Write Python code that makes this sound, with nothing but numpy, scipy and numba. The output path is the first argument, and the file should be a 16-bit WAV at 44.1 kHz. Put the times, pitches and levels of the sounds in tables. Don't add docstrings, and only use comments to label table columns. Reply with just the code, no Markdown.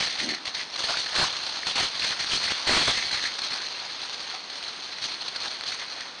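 import sys
import numpy as np
from scipy import signal
from scipy.io import wavfile
from scipy.ndimage import uniform_filter1d
from numba import njit

SR = 44100
rng = np.random.default_rng(int(sys.argv[2]) if len(sys.argv) > 2 else 0)


def elevation(decibels):
    levels = np.asarray(decibels, float)
    return 10 ** (levels / 20)


def store_pcm(level_fs):
    pcm = np.round(np.clip(level_fs, -1, 1) * 32767).astype(np.int16)
    wavfile.write(sys.argv[1], SR, np.atleast_2d(pcm).T)


N = 273420


def evened(x):
    return x / np.sqrt(np.mean(x ** 2) + 1e-20)


def resonate(x, hz, width_hz):
    return signal.lfilter(*signal.iirpeak(hz, hz / width_hz, SR), x)


def low_passed(x, hz):
    return signal.lfilter(*signal.butter(1, hz, fs=SR), x)


def slow(points, axis, shape):
    return evened(uniform_filter1d(rng.standard_normal(shape), max(int(points), 1), axis=axis))


def thin(x, low_share):
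    return x - (1 - low_share) * low_passed(x, 1800)


def strike(rows, shape):
    length = 4000
    out, t = np.zeros(N + length), np.arange(length) / SR
    for start, level_db, *pitch in rows:
        noise = rng.standard_normal(length)
        out[round(start * SR):][:length] += elevation(level_db) * shape(t, noise, *pitch)
    return out[:N]


def crackle():
    clumps = elevation(1.5 * slow(300, 0, N))
    sign = rng.choice([-1., 1.], N)
    size = elevation(3.4 * np.minimum(rng.exponential(1, N), 5)) * sign
    clicks = clumps * size * (rng.random(N) < 7000 / SR)
    kind, rings = rng.integers(0, 12, N), np.zeros(N)
    for k, hz in enumerate(np.geomspace(600, 9000, 12)):
        rings += resonate(clicks * (kind == k), hz, 0.24 * hz)
    flakes = size * (rng.random(N) < 70 / SR)
    brittle = 9 * np.diff(flakes, n=2, prepend=[0, 0]) / size.std()
    rustle = 0.75 * clumps * rng.standard_normal(N)
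    return 0.1 * brittle + evened(evened(clicks) + 0.61 * evened(rings) + rustle)


# [t/s, leaf crush level/dB]
HERD_SHUFFLE = [(0, -35.5), (.2, -36), (.4, -48), (.77, -43), (.78, -33), (1.3, -33), (1.63, -35.5),
                (1.95, -35), (2.6, -31.5), (3.1, -33), (3.3, -37), (4.0, -38.5), (4.45, -42.5),
                (5.0, -38.5), (5.6, -41), (6.0, -42), (6.04, -51), (6.2, -47)]
# [start t/s, hold t/s, crush level/dB, litter depth level/dB, leaf stiffness level/dB]
LONE_TREADS = [
    (0, 0.071, -23.5, -7.5, 2),
    (.1, 0.02, -30.5, -12.5, 11.5),
    (.19, 0.023, -24.5, -10, 7.5),
    (.225, 0.055, -32.5, -8, 5),
    (.288, 0.032, -30, -13, 15),
    (.335, 0.023, -32, -5, 9.5),
    (.455, 0.039, -30, -3, 3.5),
    (.547, 0.08, -30, -6.5, 6),
    (.72, 0.075, -37.5, -1, 0),
]
# [start t/s, hold t/s, crush level/dB, depth level/dB, stiffness level/dB]
NEAR_TREADS = [(.788, 0.021, -27.5, -6.5, -8), (0.837, 0.02, -26.5, -8, 5),
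               (0.885, 0.046, -25.5, 1.5, -4.5), (0.972, 0.045, -25, -7, -3), (1.157, 0.065, -21, -4, -4.5),
               (1.177, 0.079, -19, -3, -5), (1.363, 0.023, -38, -8, -9), (1.413, 0.18, -37, -5, -8),
               (1.668, 0.043, -24, -8.5, -2), (1.757, 0.097, -21.5, -4, -2),
               (1.995, 0.081, -27.5, -10.5, 5.5), (2.049, 0.082, -27, -2.5, 3.5),
               (2.194, 0.047, -28.5, -8, 4), (2.269, 0.077, -30.5, -4, -2.5),
               (2.318, 0.046, -18, -13.5, -4.5), (2.433, 0.049, -24.5, -10, 6.5),
               (2.505, 0.018, -23, -7.5, 1.5), (2.674, 0.16, -15.5, -7, 2), (2.828, 0.06, -25.5, -15, 5.5),
               (2.871, 0.044, -16.5, -7, 0), (2.937, 0.14, -28.5, -11, 9.5), (3.108, 0.057, -26, -5.5, 7),
               (3.172, 0.081, -32.5, -8, 9), (3.229, 0.045, -26.5, -7.5, 8.5)]
# [start t/s, hold t/s, crush level/dB, depth level/dB, stiffness level/dB]
FAR_TREADS = [(3.385, 0.011, -29.5, -5.5, 6), (3.434, 0.042, -29.5, -6, -1), (3.506, 0.064, -31, -2.5, 0),
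              (3.57, 0.11, -37, 2, 3), (3.697, .16, -41, 1, 4), (3.995, .06, -36.5, 0, 5),
              (4.125, 0.028, -35.5, -0.5, -3), (4.196, .05, -39, -1, -1), (4.266, 0.1, -38, 1, 3),
              (4.506, 0.088, -37.5, -1, -1), (4.633, 0.083, -38, -1, -4), (4.82, 0.032, -44, -10, -4),
              (5.022, 0.051, -28, -8.5, 1), (5.08, 0.062, -40.5, -2, 6), (5.21, 0.014, -42, 9, -2),
              (5.26, 0.024, -36, -1.5, -5), (5.348, 0.018, -35, 0.5, 1.5), (5.405, 0.052, -33, -3, -2),
              (5.449, 0.024, -31, 2.5, -5), (5.507, 0.022, -35.5, -3, 4), (5.658, 0.052, -30.5, -4.5, -4),
              (5.72, 0.028, -32, -6, 0.5), (5.79, 0.046, -38.5, 7, 10), (5.883, 0.21, -41, 3, 6)]
HERD_DEPTH_DB = -0.5
PRESS_S, SETTLE_DB_PER_S = 0.0067, 331
ARCH_DB = 3.5


def treads(t):
    power = elevation(np.interp(t, *np.transpose(HERD_SHUFFLE))) ** 2
    stiff, deep = 0 * power, HERD_DEPTH_DB * power
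    for rows in (LONE_TREADS, NEAR_TREADS, FAR_TREADS):
        for start, hold, crush_db, depth_db, stiff_db in rows:
            press = np.clip((t - start) / PRESS_S + 1, 0, 1)
            settle_db = SETTLE_DB_PER_S * np.maximum(t - start - hold, 0)
            lean = np.clip(2 * (t - start) / hold - 1, -1, 1)
            step = (press * elevation(crush_db - settle_db - ARCH_DB * lean ** 2)) ** 2
            power = power + step
            stiff = stiff + stiff_db * step
            deep = deep + depth_db * step
    return power, stiff / power, deep / power


STIFF_HZ, STIFF_WIDTH = 1970, 0.19
DEEP_HZ, DEEP_WIDTH = 856, 0.84


def litter():
    hz, t, z = signal.stft(crackle(), SR, nperseg=256, noverlap=192)
    power, stiff_db, deep_db = treads(t)
    patches_db = 1.5 * evened(uniform_filter1d(slow(30, 1, z.shape), 3, axis=0))
    stiff_band = np.exp(-(np.log((hz + 1) / STIFF_HZ) / STIFF_WIDTH) ** 2)
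    deep_band = np.exp(-(np.log((hz + 1) / DEEP_HZ) / DEEP_WIDTH) ** 2)
    colour_db = patches_db + stiff_band[:, None] * stiff_db + deep_band[:, None] * deep_db
    leaves = signal.istft(z * elevation(colour_db), SR, nperseg=256, noverlap=192)[1][:N]
    effort = np.interp(np.arange(N) / SR, t, np.sqrt(power))
    return leaves * elevation(-3.5 + 0.7 * slow(700, 0, N)) * effort


def distant_air():
    return elevation(-43.5) * low_passed(rng.standard_normal(N), 4320)


RISE_S = 0.0013
# [t/s, peak level/dB, ring f/Hz]
TWIG_BREAKS = [(0.025, -12, 2340), (0.201, -15, 2130), (0.289, -16.5, 2110), (0.338, -17.5, 2300),
               (0.548, -31, 2260), (0.568, -20, 1950), (0.888, -25, 1280), (0.942, -19, 1420),
               (1.065, -19, 1780), (1.16, -12.5, 2540), (1.24, -14.5, 1037), (1.632, -18.5, 1900),
               (1.758, -12, 2740), (1.787, -22.5, 907), (2.022, -11, 2600), (2.124, -19.5, 1790),
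               (2.196, -26, 2780), (2.497, -14.5, 2500), (2.585, -22, 2360), (2.672, -34.5, 1710),
               (2.694, -1.5, 1970), (2.75, -11, 2270), (2.876, -7, 2320), (2.988, -14.5, 2050),
               (3.11, -25.5, 1540), (3.189, -21.5, 1780), (4.339, -29, 760), (4.983, -26, 1920),
               (5.457, -22.5, 1620), (6.017, -24, 1790)]


def twigs():
    def ring(t, noise, hz):
        decay = elevation(-5 - 60 * t * hz / 20)
        wood = np.sin(2 * np.pi * hz * t) + 0.32 * noise
        return decay * wood * np.minimum(t / RISE_S, 1)
    return strike(TWIG_BREAKS, ring)


# [f/Hz, bandwidth f/Hz, level/dB]
THROAT_MODES = [
    (262, 110, 0),
    (500, 130, -18),
]
# [t/s, effort level/dB, pulse f/Hz]
GRUNT_COURSE = [
    (0.2, -52, 70),
    (0.228, -36.5, 72),
    (0.338, -36, 80),
    (0.352, -53, 80),
    (0.48, -55, 80),
]


def grunt():
    s, effort_db, hz = np.transpose(GRUNT_COURSE)
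    t = np.arange(s[0], s[-1], 1 / SR)
    uneven = 1 + 0.07 * slow(400, 0, len(t))
    turns = np.cumsum(np.interp(t, s, hz) * uneven) / SR
    pulses = np.diff(np.floor(turns), prepend=0) + 0.022 * rng.standard_normal(len(t))
    throat = np.zeros(len(t))
    for f, width, db in THROAT_MODES:
        throat += elevation(db) * resonate(resonate(pulses, f, 2 * width), f, width)
    swell = elevation(np.interp(t, s, effort_db) + 2.5) * signal.windows.tukey(len(t), 0.15)
    out = np.zeros(N)
    out[round(s[0] * SR):][:len(t)] = evened(throat) * swell
    return out


# [t/s, peak level/dB]
LEAF_SNAPS = [(0.2503, -22), (0.2896, -12.5), (0.4534, -22.5), (0.5492, -11), (0.7596, -13.5), (0.791, -12),
              (0.8903, -24), (0.9707, -10.5), (1.15, -25), (1.3663, -13.5), (1.4207, -31.5),
              (1.4645, -11.5), (1.6671, -17), (1.9964, -13.5), (2.0448, -3.5), (2.4397, -3), (2.6738, -3),
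              (3.059, -21.5), (3.1098, -16.5), (3.3893, -16.5), (3.4386, -15.5), (4.0972, -30.5),
              (4.128, -16.5), (4.342, -18.5), (4.6265, -42), (5.027, -24.5), (5.2614, -33), (5.4051, -22),
              (5.6371, -19), (5.7937, -22)]


def crumbles():
    def hiss(t, noise):
        decay = elevation(-13.5 - 60 * t / 0.034)
        return decay * thin(noise, 0.26) * np.minimum(t / 0.0007, 1)
    return strike(LEAF_SNAPS, hiss)


# [t/s, peak level/dB]
EDGE_TICKS = [(0.2513, -45), (0.3463, -38), (0.4964, -50), (0.7605, -40.5), (0.7866, -57), (0.8495, -35.5),
              (0.8899, -46), (0.9712, -33.5), (1.1528, -31), (1.4716, -49), (1.6686, -24), (1.7584, -28),
              (1.8063, -40.5), (2.0457, -38), (2.3047, -35), (2.3301, -35.5), (2.375, -30.5), (2.5057, -34),
              (2.6758, -26), (2.8764, -28), (2.9761, -28), (3.0565, -41), (3.1153, -30.5), (3.4471, -38.5),
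              (3.5394, -41), (4.015, -52), (5.3606, -43.5), (5.4504, -41), (5.667, -43), (6.0075, -37)]


def ticks():
    def click(t, noise):
        return elevation(18) * thin((t == 0) + 0.39 * noise * elevation(-60 * t / 0.021), 0.22)
    return strike(EDGE_TICKS, click)


# [t/s, peak level/dB]
DRY_CRACKS = [(0.2897, -15), (0.4554, -20), (1.3663, -14), (1.9535, -19), (1.9964, -15), (2.2454, -19),
              (3.3897, -16), (4.0961, -20), (4.6274, -22), (4.6394, -23), (5.4031, -22), (5.5364, -25),
              (5.6101, -22), (5.6371, -20)]


def cracks():
    def click(t, noise):
        return elevation(7) * thin((t == 0) + 0.37 * noise * elevation(-60 * t / 0.0046), 0.23)
    return strike(DRY_CRACKS, click)


# [t/s, peak level/dB, ring f/Hz]
FLAKE_BREAKS = [(3.2963, -23, 3230), (3.3377, -19, 4600), (3.4176, -15.5, 4170), (3.6153, -23.5, 4330),
                (3.6513, -21.5, 4260), (3.6641, -21.5, 4140), (3.7978, -21, 4190), (3.8996, -27, 4360),
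                (3.9192, -26, 4200), (4.0145, -20.5, 4240), (4.2065, -25.5, 4180), (4.4134, -32, 4200),
                (4.4375, -27, 4460), (4.5005, -23, 4270), (4.5554, -22, 4190), (4.6888, -24.5, 4160),
                (4.8211, -29.5, 4120), (4.876, -25.5, 4100), (4.984, -23, 4300), (5.1228, -29.5, 4240),
                (5.2177, -23, 3370), (5.2811, -15.5, 3910), (5.3602, -14, 4680), (5.4787, -20.5, 4100),
                (5.5662, -29, 4400), (5.667, -26, 4240), (5.6864, -18, 4200), (5.881, -26.5, 4240),
                (5.899, -26, 4230), (5.9288, -32.5, 4370)]


def flakes():
    def splinter(t, noise, hz):
        hiss = noise + 1.34 * resonate(noise, hz, 0.17 * hz)
        decay = elevation(-10.5 - 60 * t / 0.029)
        return decay * thin(hiss, 0.35) * np.minimum(t / RISE_S, 1)
    return strike(FLAKE_BREAKS, splinter)


def scene():
    breaks = twigs() + crumbles() + ticks() + cracks() + flakes()
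    mono = litter() + distant_air() + grunt() + breaks
    return np.array([mono, mono])


# [f/Hz, level/dB]
PORT_RESPONSE = [(60, -30), (450, -17.5), (780, -10), (1700, -9), (2800, -9.5), (3500, -5.5), (3850, -6),
                 (4250, 0.5), (5300, -12.5), (6400, -12), (7650, -42.5), (8650, -21), (9400, -33.5),
                 (10400, -64.5)]


def port(x):
    hz = abs(np.fft.fftfreq(8192, 1 / SR))
    f, db = np.transpose(PORT_RESPONSE)
    log_gain = np.interp(np.log(hz + 1), np.log(f), db) * np.log(10) / 20
    taps = np.fft.ifft(np.exp(log_gain - 1j * signal.hilbert(log_gain).imag)).real[:4096]
    return elevation(16) * signal.oaconvolve(x, taps)[:N]


def amplifier_hum():
    dull = resonate(rng.standard_normal(N), 475, 920)
    band = signal.butter(2, [110, 3000], "bandpass", fs=SR)
    return elevation(-50.5) * evened(signal.lfilter(*band, dull))


@njit
def follow(x, slope):
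    out = np.zeros(len(x))
    for i in range(1, len(x)):
        out[i] = out[i - 1] + slope * np.tanh((x[i] - out[i - 1]) / slope)
    return out


def storage(x):
    stored = follow(signal.resample_poly(x, 1, 2), 0.1)
    loudness = np.sqrt(abs(uniform_filter1d(stored ** 2, 70)))
    fuzz = rng.standard_normal(len(stored))
    bass = signal.butter(1, [45, 170], "bandpass", fs=SR / 2)
    drift = evened(signal.lfilter(*bass, fuzz))
    fuzz_gain = elevation(-24.5) * loudness ** 2.8 + elevation(-64.5)
    stored = stored + fuzz_gain * fuzz + elevation(-3) * loudness ** 1.92 * drift
    edge = signal.firwin(61, 9600, window=("kaiser", 6), fs=SR)
    return signal.oaconvolve(signal.resample_poly(stored, 2, 1)[:N], edge, "same")


CUT_S, FADE_S = 0.7712, 0.0072


def scene_change(x):
    since_cut = np.arange(N) / SR - CUT_S
    return x * np.where(since_cut < 0, 1, np.clip(0.042 + since_cut / FADE_S, 0, 1))


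def low_pass(x):
    return signal.sosfilt(signal.butter(12, 10370, fs=SR, output="sos"), x)


def record(dry):
    heard = port(dry[0]) + amplifier_hum()
    mono = scene_change(storage(heard))
    return low_pass(np.array([mono, mono]))


dry = scene()
out = record(dry)
store_pcm(out)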